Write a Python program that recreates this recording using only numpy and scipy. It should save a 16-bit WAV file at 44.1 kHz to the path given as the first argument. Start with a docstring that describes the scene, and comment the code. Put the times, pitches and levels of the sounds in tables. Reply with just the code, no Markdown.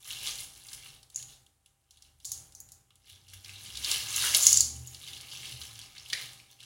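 """Candy poured from a bag

A thin plastic bag of hard candy is shaken out over a steel mixing bowl in a kitchen. The film buckles
in crinkles and snaps; single pieces collide and set the bowl ringing, then the rest pours in a rush.
Behind it are room air, an appliance's hum and whine, and a far motor that speeds up and slows;
a noise suppressor turns these down whenever bag and candy are quiet."""
import sys
import numpy as np
from scipy import signal
from scipy.fft import rfft, irfft
from scipy.io import wavfile
from scipy.ndimage import uniform_filter1d

SR = 44100
rng = np.random.default_rng(int(sys.argv[2]) if len(sys.argv) > 2 else 0)


def master(y):
    """Save y as 16-bit WAV."""
    cut = np.clip(np.atleast_2d(y).T, -1, 1)
    pcm = np.round(cut * 32767)  # scale
    wavfile.write(sys.argv[1], SR, pcm.astype(np.int16))


N = 293573
TIME = np.arange(N) / SR

# spectrum of the crinkling film: (frequency [Hz], gain [dB])
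FILM_SPECTRUM = [(350, -17.5), (600, -24.5), (996, -15), (1220, -22), (1380, -18.5), (1650, -12),
                 (1890, -20.5), (2230, -15), (2460, -5), (2740, -4), (3700, 0), (8420, -11), (10800, -3.5),
                 (12500, -16.5), (15800, -12)]
# resonances of the half-filled bag and bowl: (frequency [Hz], width [Hz], gain [dB])
CAVITY_MODES = [(1220, 130, 13), (1750, 210, 3.5), (2167, 310, 10), (2520, 296, -10.5), (2815, 510, 5),
                (10700, 880, -3)]
# spectrum of a hard tick: (frequency [Hz], gain [dB])
TICK_SPECTRUM = [(1000, -25.5), (2800, -31.5), (4400, -3), (7000, 2.5), (8500, -4), (10500, -1),
                 (12000, -15), (15500, -16)]
# candy striking candy: (time [s], relative level [dB], ring frequency [Hz], tick [dB re ring],
# crack [dB re ring], reverberation [dB])
COLLISIONS = [(1.1452, -33, 6730, -14, -28, -4), (1.159, -16, 6800, -8.5, -31, -2.5),
              (2.2516, -23.5, 6860, 3, -9, 4.5), (2.3175, -17.5, 6660, 1.5, -3, -2.5),
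              (2.55, -32.5, 6160, 1, -12, -0.5), (2.6024, -29.5, 6960, -11, -2, -3.5),
              (2.7193, -34, 6850, 3, 1, -0.5), (4.1625, -12.5, 6500, 11, 3, -13),
              (4.425, -11, 6900, -8, -18, 7), (4.4668, 2, 6700, -7, -23, -5),
              (4.5282, -1.5, 6700, -4, -27, -4.5), (4.5412, -12, 6340, -6, -25, -10),
              (4.572, -4, 7320, -3.5, -24, -9), (4.6056, -1.5, 6900, -5.5, -18, -6.5),
              (4.609, -17, 4550, -6, -21, -3.5), (4.6277, -20, 6400, 0, -18, 12),
              (4.8726, -29.5, 6860, -9, -8, 2)]


def bag_crinkle(rub_db=-10, rub_growth=0.59, gentle_swell_db=-50, low_edge_hz=2300, high_edge_hz=7000):
    """Buckling and friction: separate creases merge into a rub as the rustle grows louder."""
    level, crisp, flap = rustle_swells()
    fine = creases(per_s=1600, spread_db=4.5, cycles=8.6, lowest_hz=1087, highest_hz=13900)
    folds = .5 * creases(per_s=140, spread_db=2, cycles=30, lowest_hz=2100, highest_hz=6200)
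    ticks = from_db(-5) * unit_rms(impulses(per_s=250, spread_db=5))
    crackle = stick_slip() * unit_rms(fine + folds + ticks)
    rub = from_db(rub_db) * (level / from_db(gentle_swell_db)) ** rub_growth
    excitation = (crackle + rub * rng.standard_normal(N)) / np.sqrt(1 + rub ** 2)
    film = colour(excitation, FILM_SPECTRUM, CAVITY_MODES)
    # slack film flaps low and puffs air; tight film is crisp
    slack = from_db(-3) * unit_rms(band(film, 290, low_edge_hz, order=4))
    body = from_db(-1) * unit_rms(band(film, low_edge_hz, high_edge_hz, order=4))
    tight = unit_rms(band(film, high_edge_hz, 23000, order=4))
    puff = from_db(-30) * unit_rms(band(rng.standard_normal(N), 210, 770))
    return flap * slack + level * (body + puff) + crisp * tight


def rustle_swells(held_db=-87.5, swing_db=18.5):
    """Incoherent swells add in power; returns the gains of crinkle, crisp treble and low flapping."""
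    # swells of rustle: tugs of the bag, and the brief hiss after falling candy: (time [s],
    # relative level [dB], build-up [s], relaxation [s], treble offset [dB], flapping offset [dB])
    swells = [(0.1, -48, 0.11, 0.34, 2.5, -4), (0.281, -32.5, 0.15, 0.085, -8, -11.5),
              (0.41, -44, 0.074, 0.082, 2, -10.5), (0.73, -57, 0.31, 0.067, 8, -2.5),
              (0.869, -49.5, 0.36, 0.11, -6.5, -9), (1.18, -54.5, 0.055, 0.1, 0, -4.5),
              (1.33, -51.5, 0.12, 0.027, -3.5, -18), (2.061, -62.5, 0.13, 0.05, -8, -12),
              (2.29, -55.5, 0.053, 0.19, 5, -33), (3.101, -54.5, 0.071, 0.095, -5, -11),
              (3.341, -53, .09, 0.045, -2.5, -8), (3.46, -49.5, 0.068, 0.17, -3.5, -7),
              (3.66, -46.5, 0.17, 0.89, -4.5, -8.5), (3.906, -29.5, 0.16, 0.2, -5, -10),
              (4.26, -29, 0.27, 0.13, -3, -5), (4.348, -28.5, 0.029, 0.042, -22, -8.5),
              (4.47, -35.5, 0.27, .15, 8, -5), (4.931, -60.5, 0.24, 0.3, 8, -5),
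              (5.09, -42.5, 0.11, 0.14, -8, -12.5), (5.27, -59.5, 0.51, 0.34, -1, 0.5),
              (5.47, -42.5, 0.37, 0.26, -6, -11.5), (5.62, -51, .05, 0.27, 1.5, -2.5),
              (5.8, -54, 0.084, 0.44, -6, -5.5), (6.06, -54, 0.28, 0.12, -29, -11),
              (6.19, -41, 0.17, 0.18, -6.5, -6.5), (6.51, -53, 0.04, 0.04, -4.5, -10),
              (6.608, -55, .04, 0.22, -9.5, -7)]
    power = np.full((3, N), from_db(held_db) ** 2)
    for s, db, build_s, relax_s, crisp_db, flap_db in swells:
        from_peak = np.maximum((s - TIME) / build_s, (TIME - s) / relax_s)
        envelope = from_db(db - swing_db * np.minimum(from_peak, 10))
        power += (from_db([[0], [crisp_db], [flap_db]]) * envelope) ** 2
    return np.sqrt(power)


def creases(per_s, spread_db, cycles, lowest_hz, highest_hz, clump_db=4, clumps_per_s=30, count=16):
    """Impulse excitation: creases come in clumps, each ringing for some cycles at its own pitch."""
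    out = np.zeros(N)
    for hz in np.geomspace(lowest_hz, highest_hz, count):
        clicks = impulses(per_s / count, spread_db) * from_db(clump_db * drift(clumps_per_s))
        out += np.sqrt(hz) * unit_rms(damped_mode(clicks, hz, t60=cycles / hz))
    return unit_rms(out)


def stick_slip(per_s=14, jump_db=7, fade_s=0.014):
    """Stick-slip: the film gives way in fits, so its gain jumps at once and then relaxes."""
    starts = rng.random(N) < per_s / SR
    slip = signal.lfilter([1], [1, -np.exp(-1 / (fade_s * SR))], starts + 1e-18)
    return unit_rms(from_db(jump_db * np.minimum(slip, 1)))


def bag_snaps(gain_db=-11, buckle_t60=.022, crack_t60=0.009, crack_db=2):
    """Snap-through buckling: a large fold gives a knock, a brief pitch set by its size, and a crack."""
    # sharp buckles of the film: (time [s], relative level [dB], centre [Hz], crack offset [dB])
    buckles = [(0.1106, -29, 6500, -7), (0.272, -21, 3500, -23), (0.355, -36.5, 4170, 7.5),
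               (0.393, -34, 2880, 2.5), (0.6845, -35, 4590, -7), (0.7313, -36.5, 4600, 4),
               (1.0294, -43, 4950, -4.5), (1.1003, -48, 4180, 4), (1.226, -31.5, 7100, -5),
               (1.4635, -49.5, 3440, -2), (1.66, -48.5, 3060, 1.5), (1.908, -43, 5960, -4),
               (1.9717, -48, 3830, -2), (2.022, -42.5, 5500, -1.5), (2.201, -49.5, 3990, -1),
               (2.2463, -34.5, 4800, -3), (2.522, -45, 6900, -3), (2.688, -44, 6870, -3),
               (2.905, -48.5, 3006, -10), (2.9558, -54.5, 3060, 6), (3.098, -40.5, 2710, -5),
               (3.2814, -46, 2933, -5), (3.4458, -31.5, 5600, -27), (3.7537, -26.5, 4040, -14),
               (3.7716, -24, 3900, -7), (3.8459, -14.5, 4550, -17), (3.914, -13.5, 4820, -2),
               (4.347, -3, 6100, -29), (4.9458, -31, 4930, -11), (5.075, -29.5, 3320, -14),
               (5.132, -28.5, 3100, -19), (5.2106, -36.5, 5180, -0.5), (5.6142, -28, 4400, -24),
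               (5.7904, -37, 3094, 1), (5.98, -31, 5000, -20), (6.059, -35, 2950, -23),
               (6.1, -27, 3600, -7), (6.131, -13, 4940, -25), (6.603, -37.5, 3480, -6)]
    out = np.zeros(N)
    for s, db, hz, bright_db in buckles:
        knock = unit_rms(band(contacts(buckle_t60, wet_db=-4), hz / 1.46, hz * 1.46, order=1))
        ring = unit_rms(band(contacts(buckle_t60, wet_db=-14), hz / 1.15, hz * 1.15))
        crack = band(contacts(crack_t60, wet_db=-4), 7500, 21000)
        add(out, s, db + gain_db, colour(knock + from_db(-3) * ring, FILM_SPECTRUM, CAVITY_MODES))
        add(out, s, db + gain_db + bright_db + crack_db, colour(crack, TICK_SPECTRUM))
    return out


def bag_pops(gain_db=-9, edge_ratio=1.176, pop_t60=.022, wet_db=-1):
    """Cavity resonance: the air in the bag gives a flap a short, hollow ring and a low thud."""
    # slack film flapping taut: (time [s], relative level [dB], ring [Hz], thud [dB re ring])
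    flaps = [(0.2723, -44, 1280, -14), (2.9043, -63, 1311, -15), (4.2378, -24, 1610, -24),
             (4.346, -37, 650, -3), (6.1284, -23, 2010, -18.5)]
    out = np.zeros(N)
    for s, db, hz, thud_db in flaps:
        ring = band(contacts(pop_t60, wet_db), hz / edge_ratio, hz * edge_ratio, order=3)
        thud = band(contacts(pop_t60, wet_db), 200, 740)
        add(out, s, db + gain_db, ring)
        add(out, s, db + gain_db + thud_db, thud)
    return out


def candy_clicks(gain_db=-10, half_width_hz=325, contact_t60=.013, tick_t60=.007):
    """Hard impact: brief contacts between shells excite a high ring, a broad tick and a brittle crack."""
    out = np.zeros(N)
    for s, db, hz, tick_db, crack_db, wet_db in COLLISIONS:
        shell = unit_rms(band(contacts(contact_t60, wet_db), hz - half_width_hz, hz + half_width_hz))
        tick = unit_rms(colour(contacts(tick_t60, wet_db - 1), TICK_SPECTRUM))
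        crack = unit_rms(band(contacts(tick_t60, wet_db=-7), 8600, 18000))
        add(out, s, db + gain_db, shell + from_db(tick_db) * tick + from_db(crack_db) * crack)
    return out


def candy_pour(start_s=4.08, full_s=4.5, empty_s=4.59, hits_per_s=1500, shell_t60=0.0015, count=8):
    """Superposed impacts: tumbling pieces of slightly different size ring at neighbouring pitches."""
    swell_db = np.interp(TIME, [start_s, full_s], [-45, -29])  # from a trickle to a rush
    emptying_db = 895 * np.clip(TIME - empty_s, 0, .5)
    envelope = (TIME > start_s) * from_db(swell_db - emptying_db)
    hits = [impulses(hits_per_s / count, spread_db=5) for _ in range(count)]
    shell_hz = np.linspace(6250, 7200, count)
    shells = sum(damped_mode(train, hz, shell_t60) for train, hz in zip(hits, shell_hz))
    ticks = colour(sum(hits), TICK_SPECTRUM)
    return envelope * (unit_rms(band(shells, 2470, 8100)) + from_db(-7) * unit_rms(ticks))


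def bowl_ring(gain_db=-40, scatter_db=0.97):
    """Free vibration: every candy click leaves the bowl's modes ringing faintly."""
    # modes of the steel bowl: (frequency [Hz], relative level [dB], t60 [s])
    modes = [(5930, -3, 0.092), (5950, -0.5, 0.28), (6170, -23, 0.14), (7100, -21.5, 0.27),
             (7200, -23.5, 0.13), (7440, -5.5, 0.32), (7200, -4, 0.19), (6900, -9.5, 0.7),
             (7740, -16, 0.23), (7440, -10.5, 0.44)]
    s, db = np.transpose(COLLISIONS)[:2]
    out = np.zeros(N)
    for hz, mode_db, t60 in modes:
        blows = np.zeros(N)
        blows[(s * SR).astype(int)] = from_db(db + mode_db + gain_db + rng.normal(0, scatter_db, len(s)))
        out += damped_mode(blows, hz, t60)
    return out


def contacts(t60, wet_db, rise_s=0.0012, bounce_db=-4, bounce_t60=0.062):
    """Exponential decay in three stages: tiny contacts, bounces off bowl and counter, then the room."""
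    tail = kitchen_response()
    t = TIME[:len(tail)]
    attack = np.minimum(t / rise_s + 0.093, 1)
    flurry = rng.choice([-1, 1], len(t)) * attack * from_db(-60 * t / t60)
    bounces = rng.standard_normal(len(t)) * from_db(-60 * t / bounce_t60)
    early = flurry / np.linalg.norm(flurry) + from_db(bounce_db) * bounces / np.linalg.norm(bounces)
    return early + from_db(wet_db) * tail


def kitchen_response():
    """Diffuse reverberation: a unit-energy tail for one spot in the room, dying band by band."""
    # reverberation time of the kitchen: (frequency [Hz], t60 [s])
    decay_times = [(300, 0.93), (2000, 0.35), (4000, 0.4), (7000, 0.41), (11000, 0.31), (16000, 0.34)]
    t = TIME[:SR * 2 // 3]
    edges = np.geomspace(400, 19000, 8)
    white = rng.standard_normal(len(t))
    tail = np.zeros(len(t))
    for k, (low, high) in enumerate(zip(edges, edges[1:])):
        t60 = at_hz(decay_times, np.sqrt(low * high))
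        tail += (-1) ** k * band(white, low, high) * from_db(-60 * t / t60)
    return tail / np.linalg.norm(tail)


def moving_in_room(x, spots=5, moves_per_s=60):
    """Reflections depend on position: the moving bag meets different echoes from moment to moment."""
    spot = (TIME * moves_per_s).astype(int) % spots
    return sum(signal.fftconvolve(x * (spot == k), kitchen_response())[:N] for k in range(spots))


def room_air(level_db=-66):
    """Stationary noise: the room's air is a steady hiss, strongest in the bass."""
    # spectrum of the room air: (frequency [Hz], gain [dB])
    spectrum = [(20, -12.5), (42, 5.5), (70, 8), (130, 12), (190, -1), (280, -0.5), (450, -4.5), (800, -5),
                (1500, -7.5), (4000, -14), (9000, -6), (15000, -15.5)]
    air = colour(rng.standard_normal(N), spectrum)
    return from_db(level_db) * air / np.std(band(air, 260, 1600))


def appliance(hum_hz=120.5, hum_db=-62, whine_hz=791.5, whine_db=-67.5):
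    """Random modulation: a hum and a thin whine waver in level, the whine also in phase."""
    hum = from_db(hum_db + 2 * drift(7.9)) * np.sin(2 * np.pi * hum_hz * TIME)
    whine = from_db(whine_db + 2 * drift(36)) * np.sin(2 * np.pi * whine_hz * TIME + 0.52 * drift(10))
    return hum + whine


def far_motor(waver_db=5.5, rumble_db=-3):
    """Forced resonance: a motor rumbles through the walls; its tones boom as they pass room modes."""
    # the motor speeding up, then running down: (time [s], pitch [Hz], level [dB])
    run = [(0, 44.97, -67), (2.15, 75.4, -64), (3.45, 96, -63), (4.83, 122.6, -59), (5.35, 135, -68.5),
           (5.55, 123, -62), (5.85, 104, -72), (6.66, 93.3, -101)]
    # the motor's tones: (multiple of the pitch [ratio], relative level [dB])
    tones = [(0.63, -3), (1, -1), (1.399, -15), (2, -10.5)]
    # low resonances of the kitchen: (frequency [Hz], width [Hz], gain [dB])
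    room_modes = [(48.3, 7.8, 8.5), (67.6, 12, 7.5), (77.7, 8.4, 10.5), (96, 6.6, 19), (108.7, 3.5, 13.5),
                  (123, 6, 19)]
    s, pitches, levels = np.transpose(run)
    pitch, level = np.interp(TIME, s, pitches), np.interp(TIME, s, levels)
    rumble = unit_rms(band(rng.standard_normal(N), 150, 410))
    out = from_db(level + rumble_db) * (pitch / pitch.max()) ** 3 * rumble
    for multiple, db in tones:
        hz = multiple * pitch
        gain = from_db(level + db + resonance_db(room_modes, hz) + waver_db * drift(16))
        out += gain * np.sin(2 * np.pi * np.cumsum(hz) / SR)
    return band(out, 52, 1000)


def suppressor(foreground, open_db=-43, slope=.58, depth_db=-20, lag_s=0.072):
    """Downward expansion: the background's gain opens with the foreground and sinks in the pauses."""
    power = uniform_filter1d(band(foreground, 1500, 16000) ** 2, size=441)
    heard_db = 10 * np.log10(np.maximum(power, 1e-12))
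    cut_db = np.clip(slope * (heard_db - open_db), depth_db, 0)
    pole = np.exp(-1 / (lag_s * SR))
    smooth_db, _ = signal.lfilter([1 - pole], [1, -pole], cut_db, zi=[cut_db[0]])
    return from_db(smooth_db)


def from_db(db):
    """Decibels to amplitude ratio."""
    return 10 ** (np.asarray(db) / 20)


def unit_rms(x):
    """Normalisation to unit power."""
    return x / np.sqrt(np.mean(x ** 2) + 1e-20)


def at_hz(points, hz):
    """Interpolation on a log-frequency axis."""
    f, value = np.transpose(points)
    return np.interp(np.log(np.maximum(hz, 1)), np.log(f), value)


def resonance_db(modes, hz):
    """Lorentzian peaks and dips, summed in decibels."""
    return sum(db / (1 + (2 * (hz - centre) / width) ** 2) for centre, width, db in modes)


def colour(x, spectrum, modes=(), size=4096):
    """Minimum-phase filtering by a spectrum and its resonances."""
    hz = np.arange(size // 2 + 1) * SR / size
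    db = at_hz(spectrum, hz) + resonance_db(modes, hz)
    cepstrum = irfft(np.log(from_db(db)))
    cepstrum[1:size // 2] *= 2  # folding onto positive time makes the filter causal
    cepstrum[size // 2 + 1:] = 0
    return signal.fftconvolve(x, irfft(np.exp(rfft(cepstrum))))[:len(x)]


def band(x, low_hz, high_hz, order=2):
    """Maximally flat band-pass filtering."""
    edges = [low_hz, min(high_hz, .45 * SR)]
    return signal.sosfilt(signal.butter(order, edges, "band", fs=SR, output="sos"), x + 1e-18)


def drift(per_s):
    """Interpolated Gaussian noise with a spread of about one."""
    knots = rng.standard_normal(2000)
    return np.interp(TIME * per_s, np.arange(len(knots)), knots)


def damped_mode(clicks, hz, t60):
    """A damped harmonic oscillator, falling 60 dB in t60 seconds."""
    r, w = from_db(-60 / (t60 * SR)), 2 * np.pi * hz / SR
    return signal.lfilter([np.sin(w), 0, -np.sin(w)], [1, -2 * r * np.cos(w), r * r], clicks + 1e-18)


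def impulses(per_s, spread_db):
    """A Poisson process of clicks, many small and a few large."""
    sizes = from_db(spread_db * np.minimum(rng.exponential(1, N), 4))
    return sizes * rng.choice([-1, 1], N) * (rng.random(N) < per_s / SR)


def add(out, s, db, sound):
    """Superposition: mix in a sound at time s, with its loudest 5 ms at level db."""
    at = int(s * SR)
    loudest = np.sqrt(uniform_filter1d(sound ** 2, size=220).max())
    out[at:at + len(sound)] += (from_db(db) * sound / loudest)[:N - at]


def scene(crinkle_db=-1.5, crinkle_wet_db=-3, pour_db=-3, pour_wet_db=-1):
    """Direct and reverberant sound of bag and candy add to a background that sinks in their pauses."""
    crinkle = from_db(crinkle_db) * bag_crinkle()
    pour = from_db(pour_db) * candy_pour()
    room = moving_in_room(from_db(crinkle_wet_db) * crinkle + from_db(pour_wet_db) * pour)
    foreground = crinkle + pour + room + bag_snaps() + bag_pops() + candy_clicks() + bowl_ring()
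    background = room_air() + appliance() + far_motor()
    return (foreground + suppressor(foreground) * background)[None]


def record(dry, cutoff_hz=15950):
    """Soft saturation rounds the highest peaks; a steep low-pass cuts the top."""
    low_pass = signal.ellip(12, .1, 80, cutoff_hz, fs=SR, output="sos")
    return signal.sosfilt(low_pass, np.tanh(dry))


dry = scene()
out = record(dry)
master(out)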